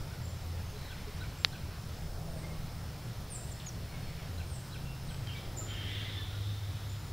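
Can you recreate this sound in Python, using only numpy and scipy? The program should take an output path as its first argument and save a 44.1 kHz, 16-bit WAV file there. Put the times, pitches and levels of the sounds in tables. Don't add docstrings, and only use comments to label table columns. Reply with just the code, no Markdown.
import sys
import numpy as np
from scipy import signal
from scipy.io import wavfile
from scipy.ndimage import uniform_filter1d

SR = 44100
rng = np.random.default_rng(int(sys.argv[2]) if len(sys.argv) > 2 else 0)


def to_linear_factor(level_db):
    exponent = np.asarray(level_db, float) / 20
    return 10 ** exponent


def dump(signal):
    limited = np.clip(np.atleast_2d(signal).T, -1, 1)
    pcm = np.round(limited * 32767).astype(np.int16)
    wavfile.write(sys.argv[1], SR, pcm)


N = 313992


def evened(x):
    return x / np.sqrt(np.mean(x ** 2) + 1e-20)


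def drift(count, size):
    return evened(uniform_filter1d(uniform_filter1d(rng.standard_normal(count), size=size), size=size))


def columns(rows, t):
    s, *rest = np.transpose(rows)
    return [np.interp(t, s, c) for c in rest]


def add(mix, s, sound):
    part = mix[round(s * SR):][:len(sound)]
    part += sound[:len(part)]


def bell(t, peak_s, half_s):
    return np.exp(-abs((t - peak_s) / half_s) ** 2.6)


def resonate(x, hz, width):
    turn = np.exp(2j * np.pi * np.cumsum(hz * np.ones(len(x))) / SR)
    r = np.exp(-np.pi * width / SR)
    return 2 * (turn * signal.lfilter([1 - r], [1, -r], x / turn + 1e-18)).real


def tone(hz, orders_db, edge_s=1):
    turn = 2 * np.pi * np.cumsum(hz) / SR
    wave = sum(to_linear_factor(db) * np.sin((k + 1) * turn) for k, db in enumerate(orders_db))
    return np.sqrt(2) * wave * signal.windows.tukey(len(hz), min(.35, 2 * edge_s * SR / len(hz)))


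def swelling(hz, t):
    # (centre [Hz], spread [log ratio])
    bands = [
        (24, .4),
        (315, 0.55),
        (620, 0.37),
        (2400, 0.57),
        (182, 0.18),
        (1330, 0.1),
    ]
    # (band counted from 0, peak [s], half length [s], rise [dB])
    swells = [(0, .02, .08, 12), (0, .8, .5, 7.5), (0, 1.57, .12, 7), (0, 2.15, .3, 10), (0, 2.62, .1, 14),
              (0, 4.12, 0.24, 9), (0, 5.13, 0.15, 8), (0, 5.49, .08, 9), (0, 6.7, .5, -5),
              (1, 2.37, .35, 2), (1, 5.77, 0.39, 6), (2, 2.38, 0.29, 4), (2, 4.42, .15, 2), (2, 5.6, .2, 2),
              (2, 6.6, 0.85, -2), (3, 1.1, 0.43, 2.5), (3, 2.2, 0.15, -3), (3, 4.12, 0.21, 3),
              (3, 5.35, 0.13, 4), (3, 5.945, 0.26, 8), (4, 6.3, .8, -4)]
    log_hz = np.log(hz[:, None] + 1)
    reach = [np.exp(-((log_hz - np.log(centre_hz)) / spread) ** 2) for centre_hz, spread in bands]
    steady_db = [-2.5, 0.8, 1.1, 0.54, 0.4, 1.4]
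    gap_db = -1.9 * np.exp(-((log_hz - np.log(42)) / 0.31) ** 2)
    field_db = gap_db + sum(r * db for r, db in zip(reach, steady_db))
    for band, peak_s, half_s, db in swells:
        field_db = field_db + reach[round(band)] * db * bell(t, peak_s, half_s)
    return field_db


def hiss(spectrum, patchy_db, swells=False):
    frames, hz = N // 512 + 5, np.fft.rfftfreq(2048, 1 / SR)
    a, b, patches = rng.standard_normal((frames, len(hz), 3)).T
    patches = evened(uniform_filter1d(uniform_filter1d(patches, size=20, axis=0), size=8, axis=1))
    f, level_db = np.transpose(spectrum)
    field_db = np.interp(np.log(hz + 1), np.log(f + 1), level_db)[:, None] + patchy_db * patches
    if swells:
        field_db += swelling(hz, np.arange(frames) * 512 / SR)
    return evened(signal.istft((a + 1j * b) * to_linear_factor(field_db), nperseg=2048, noverlap=1536)[1][:N])


def port_hiss():
    # (frequency [Hz], density [dB per Hz])
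    ports = [(12, -16), (20, -3), (58, -9), (134, -23), (434, -4.5), (1000, -9.5), (1610, -13),
             (2460, -10.5), (5380, -10.5), (7110, -7.5), (11000, -5.5), (16000, -7.5)]
    return to_linear_factor(-64.5) * hiss(ports, 0.71)


def wood_air():
    # (frequency [Hz], density [dB per Hz])
    air = [(12, -33), (20, -3.5), (74, 0), (123, -1), (150, -4.5), (216, -14.5), (310, -19), (738, -21.5),
           (2600, -29.5), (4540, -29), (5230, -29.5), (5850, -32), (7730, -36.5), (14700, -38),
           (16000, -34)]
    return to_linear_factor(-42) * hiss(air, 0.96, swells=True)


def drones():
    # (pitch [Hz], or 1 to follow the gear; width [Hz])
    engines = [
        (84.55, 2.5),
        (101.6, 1.33),
        (1, 3),
        (160.2, 1.5),
    ]
    # (time [s], pitch [Hz])
    gear = [
        (0, 120.7),
        (4.3, 120.2),
        (4.5, 131.9),
        (5.5, 132.2),
        (5.8, 122),
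    ]
    idle_db = [-57, -63, -60, -64]
    # (engine counted from 0, nearest [s], half length [s], level [dB])
    passes = [(0, 0.27, 0.092, -38.5), (0, 0.55, 0.17, -38.5), (0, 1.55, .45, -45), (0, 2.46, 0.21, -47.5),
              (0, 4.38, .16, -42.5), (0, 5.08, 0.12, -49), (0, 6.43, 0.99, -45), (1, 0.33, .2, -53),
              (1, 1.95, 0.073, -45), (1, 3.24, 0.13, -52), (1, 4.08, .14, -51), (1, 5.2, 0.37, -50),
              (1, 5.68, .08, -44), (1, 6.42, 0.71, -36.5), (2, .2, .3, -48), (2, 1.2, 0.27, -51),
              (2, 2.9, 1.0, -51), (2, 4.64, .15, -44.5), (2, 5.04, 0.25, -44), (2, 5.6, .4, -55),
              (2, 6.92, .12, -51), (3, .4, .12, -53), (3, 1.45, 0.39, -52.5), (3, 2.57, 0.54, -48),
              (3, 3.96, 0.32, -45.5), (3, 4.96, 0.23, -46)]
    t, out = np.arange(N) / SR, 0
    levels = to_linear_factor(idle_db)[:, None] * np.ones(N)
    for engine, s, half_s, db in passes:
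        levels[round(engine)] += to_linear_factor(db) * bell(t, s, half_s)
    for (hz, width), level in zip(engines, levels):
        hz = hz if hz > 2 else columns(gear, t)[0]
        halo = evened(resonate(resonate(rng.standard_normal(N), hz, 3 * width), hz, 3 * width))
        line = np.sqrt(2) * np.sin(2 * np.pi * np.cumsum(hz + .2 * width * drift(N, 9000)) / SR)
        out = out + to_linear_factor(-3.0) * level * (0.82 * line + 0.4 * halo)
    return out


def insects():
    hz, width = 5280, 300
    return to_linear_factor(-66.5) * evened(resonate(resonate(rng.standard_normal(N), hz, width), hz, width))


def trees(x, t60):
    taps = np.zeros(SR)
    at = np.arange(100, SR - 20, 20) + rng.integers(0, 20, (SR - 101) // 20)
    taps[at] = rng.choice([-1., 1.], len(at)) * to_linear_factor(-60 * at / SR / t60)
    return signal.fftconvolve(x, taps / np.linalg.norm(taps))[:N]


def jay_scold():
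    # (time [s], level [dB], upper throat [Hz])
    voice = [(5.655, -55, 3180), (5.69, -46.5, 3120), (5.74, -48.5, 2930), (5.985, -45, 3230),
             (6.115, -45, 3490), (6.185, -49, 3470), (6.403, -51, 3640), (6.55, -55.5, 3600),
             (6.98, -55.5, 3700)]
    # (time [s], length [s], start [Hz], end [Hz], level [dB])
    strands = [(5.67, 0.247, 3130, 3170, -53), (5.84, .14, 3250, 3320, -51.5), (5.9, 0.14, 3540, 3520, -51),
               (6.11, 0.143, 3570, 3470, -51.5), (5.7, 0.11, 2920, 2900, -59),
               (5.85, 0.25, 2850, 2800, -57), (5.74, 0.141, 1750, 1800, -61), (5.94, .08, 2000, 2200, -59),
               (6.02, 0.12, 2080, 2000, -57), (6.14, 0.122, 1780, 1720, -60), (5.6, 0.042, 1320, 1260, -57),
               (6.14, 0.122, 1220, 1100, -60), (6.18, 0.144, 3950, 4000, -64),
               (6.27, .13, 1440, 1400, -62.5)]
    t = np.arange(voice[0][0], voice[-1][0], 1 / SR)
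    db, throat_hz = columns(voice, t)
    jitter = uniform_filter1d(rng.standard_normal(len(t)), size=150)
    turns = np.cumsum(190 * (1 + 1.2 * jitter)) / SR
    puffs = (0.53 + np.exp(-(turns % 1) / 0.33)) * rng.standard_normal(len(t))
    upper = resonate(resonate(puffs, 0.98 * throat_hz, 1200), throat_hz, 1200)
    upper = evened(resonate(upper, 2900, 1700))
    lower = evened(resonate(resonate(puffs, 2100, 900), 2100, 900))
    flutter = evened(uniform_filter1d(rng.standard_normal(len(t)), size=1500))
    lower_db = -5 - 4.5 * (t - t[0]) + 3 * flutter
    out = np.zeros(N)
    add(out, t[0], to_linear_factor(db - 3.0) * (upper + to_linear_factor(lower_db) * lower) * signal.windows.tukey(len(t), .02))
    unsteady = rng.standard_normal(SR)
    for s, length, start_hz, end_hz, strand_db in strands:
        hz = np.linspace(start_hz, end_hz, round(length * SR))
        breath = np.roll(unsteady, -round(start_hz))[:len(hz)]
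        breath = evened(resonate(breath, hz, 40)) * np.hanning(len(hz))
        add(out, s, to_linear_factor(strand_db + 3.0) * (0.6 * tone(hz, [0]) + 0.66 * breath))
    return out


def jay_note():
    hz, length = 1592, .1
    return to_linear_factor(-62) * tone(np.linspace(hz, .995 * hz, round(length * SR)), [-15, 0, -15])


def clucks():
    # (time [s], head [dB], plateau [dB], fall [dB], low arch [dB])
    calls = [(0.101, -82, -78, -85, -67.5), (.892, -65, -61.5, -65, -64.5), (1.202, -63, -77, -67, -62.5),
             (1.52, -63, -70, -67, -64.5), (4.375, -62, -69, -68, -68), (4.722, -63, -65, -67, -68),
             (5.085, -64, -63.5, -72, -72)]
    # (delay [s], length [s], start [Hz], middle [Hz], end [Hz])
    parts = [
        (0, .018, 3800, 4050, 4350),
        (.011, .018, 3500, 3300, 3050),
        (.022, .024, 2900, 2550, 2200),
        (.002, .045, 1280, 1580, 1230),
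    ]
    out = np.zeros(N)
    for s, *levels_db in calls:
        detune = 1 + .02 * rng.standard_normal()
        for (delay, length, start_hz, middle_hz, end_hz), db in zip(parts, levels_db):
            u = np.linspace(-1, 1, round(length * SR))
            arch = ((end_hz + start_hz) / 2 - middle_hz) * u ** 2
            bend = middle_hz + (end_hz - start_hz) / 2 * u + arch
            add(out, s + delay, to_linear_factor(db + 2.0) * tone(bend * detune, [0]))
    return out


def whistles():
    # (time [s], length [s], start [Hz], end [Hz], level [dB])
    near = [(0.721, .055, 422, 420, -62), (1.067, 0.035, 417, 420, -60.5), (3.488, 0.015, 9750, 9650, -68),
            (3.517, .013, 7350, 7250, -57.5), (4.848, 0.16, 2734, 2750, -70.5),
            (5.346, 0.051, 2290, 2285, -60.5)]
    middle = [(.62, .12, 6430, 6350, -76), (2.2, .2, 700, 624, -67.5), (2.43, .043, 2110, 2163, -65.5),
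              (3.502, 0.021, 9000, 7200, -66), (3.597, .015, 4300, 2300, -60),
              (3.92, .043, 2240, 2166, -64), (6.42, 0.13, 3646, 3600, -67), (6.6, .11, 3600, 3650, -74),
              (6.89, .05, 7100, 7020, -69), (6.95, .16, 7050, 7050, -79)]
    far = [(1.36, .06, 7650, 7420, -78), (.742, 0.028, 3930, 4100, -76), (.799, .03, 4400, 3590, -75),
           (.84, .03, 3600, 4320, -76), (3.8, .3, 4240, 4400, -83.5), (4.05, .06, 2400, 1890, -80),
           (4.17, 0.059, 2360, 2050, -81), (5.271, .032, 3210, 2600, -68), (5.351, 0.017, 3000, 4260, -70)]
    # (time [s], hold [s], top [Hz], bottom [Hz], level [dB])
    slides = [(.223, 0, 7500, 7160, -76), (2.28, 0.081, 8700, 7900, -76), (3.3, 0.0023, 9240, 7120, -58),
              (4.459, .045, 8850, 7400, -67.5), (5.065, 0, 8800, 7650, -72.5)]
    # (time [s], pitch [Hz], level [dB])
    chip = [
        (3.66, 6020, -55),
        (3.667, 6950, -51),
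        (3.686, 6500, -53),
        (3.699, 5250, -54),
    ]
    hook = [
        (5.562, 8200, -69),
        (5.575, 6940, -54),
        (5.594, 7300, -52),
        (5.6, 7010, -65),
        (5.75, 7070, -75),
    ]
    for notes, echo_db in [(near, -5.5), (middle, 1.5), (far, 12.5)]:
        for s, length, start_hz, end_hz, db in notes:
            hz = np.linspace(start_hz, end_hz, round(length * SR))
            yield s, hz, db, echo_db, hz.max() < 5000
    slide_s = .062
    for s, hold, top_hz, bottom_hz, db in slides:
        t = np.arange(-hold, slide_s, 1 / SR)
        hz = np.interp(t, [0, slide_s], [top_hz, bottom_hz])
        shape_db = np.interp(t, [-.01, .005, slide_s / 2, slide_s], [-3.5, 0, 0, -5])
        yield s, hz, db + shape_db, 8.5, False
    for curve, echo_db, overtone in [(chip, -12, False), (hook, 3.5, True)]:
        start_s = curve[0][0]
        hz, db = columns(curve, np.arange(start_s, curve[-1][0], 1 / SR))
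        yield start_s, hz, db, echo_db, overtone


def birds():
    direct, sent = np.zeros((2, N))
    for s, hz, db, echo_db, overtone in whistles():
        note = to_linear_factor(db) * tone(hz, [0, -18 if overtone else -90], 0.004)
        add(direct, s, note)
        add(sent, s, to_linear_factor(echo_db) * note)
    cluck = clucks()
    direct, sent = direct + cluck, sent + to_linear_factor(-0.5) * cluck
    note = jay_note()
    add(direct, 5.255, note)
    add(sent, 5.255, to_linear_factor(-6.0) * note)
    shimmer_db = 3.5 * drift(N, 200)
    return to_linear_factor(6.9 + .55 * shimmer_db) * direct, to_linear_factor(5 + shimmer_db) * sent


def drops():
    # (time [s], peak [dB], extra low body [dB])
    falls = [
        (1.4478, -2.8, 0),
        (1.968, -44, 6),
        (2.864, -43, 0),
        (3.6, -37, 3),
        (3.669, -33, 9),
        (5.145, -35, 0),
        (5.272, -32.5, 10),
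    ]
    # (frequency [Hz], width [Hz], level [dB])
    leaf = [
        (4100, 1080, -1.5),
        (1940, 2100, -4.5),
        (4400, 220, -22),
        (11800, 3200, -2),
    ]
    # (delay [s], level [dB])
    bounces = [(.0016, -24), (.0024, -23), (.012, -43)]
    u = np.arange(-12, 600) / (SR * .000058)
    push = u * np.exp(-u ** 2 / 2) + 0.2 * (np.arange(len(u)) == 12)
    edge, body, *rest = [to_linear_factor(db) * resonate(push, hz, width) / width for hz, width, db in leaf]
    out = np.zeros(N)
    for s, db, body_db in falls:
        snap = edge + to_linear_factor(body_db) * body + sum(rest)
        snap = snap / abs(snap).max()
        add(out, s + 0.000067, to_linear_factor(db + 0.011) * snap)
        for delay, bounce_db in bounces:
            add(out, s + delay, to_linear_factor(db + bounce_db) * snap)
    return out


def scene():
    background = wood_air() + drones() + insects()
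    side = port_hiss()
    jay = jay_scold()
    direct, sent = birds()
    leaf = drops()
    open_wood = np.arange(N) < 5.5 * SR
    echoes = to_linear_factor(-3) * trees(sent * open_wood, 0.3) + to_linear_factor(-2.5) * trees(sent * open_wood, 0.85)
    echoes = echoes + trees(sent * ~open_wood + to_linear_factor(-4.5) * jay, 0.42)
    leaf = leaf + to_linear_factor(-28) * trees(leaf, 0.035)
    mid = background + direct + echoes + to_linear_factor(-1.5) * jay + leaf
    return np.array([mid + side, mid - side])


def band_limit(x):
    return signal.sosfilt(signal.butter(12, 17000, fs=SR, output="sos"), x)


def record(dry):
    lowpass = signal.firwin(801, 15700, window=("kaiser", 6), fs=SR)
    limited = signal.oaconvolve(dry, lowpass[None], "same")
    return band_limit(limited)


dry = scene()
out = record(dry)
dump(out)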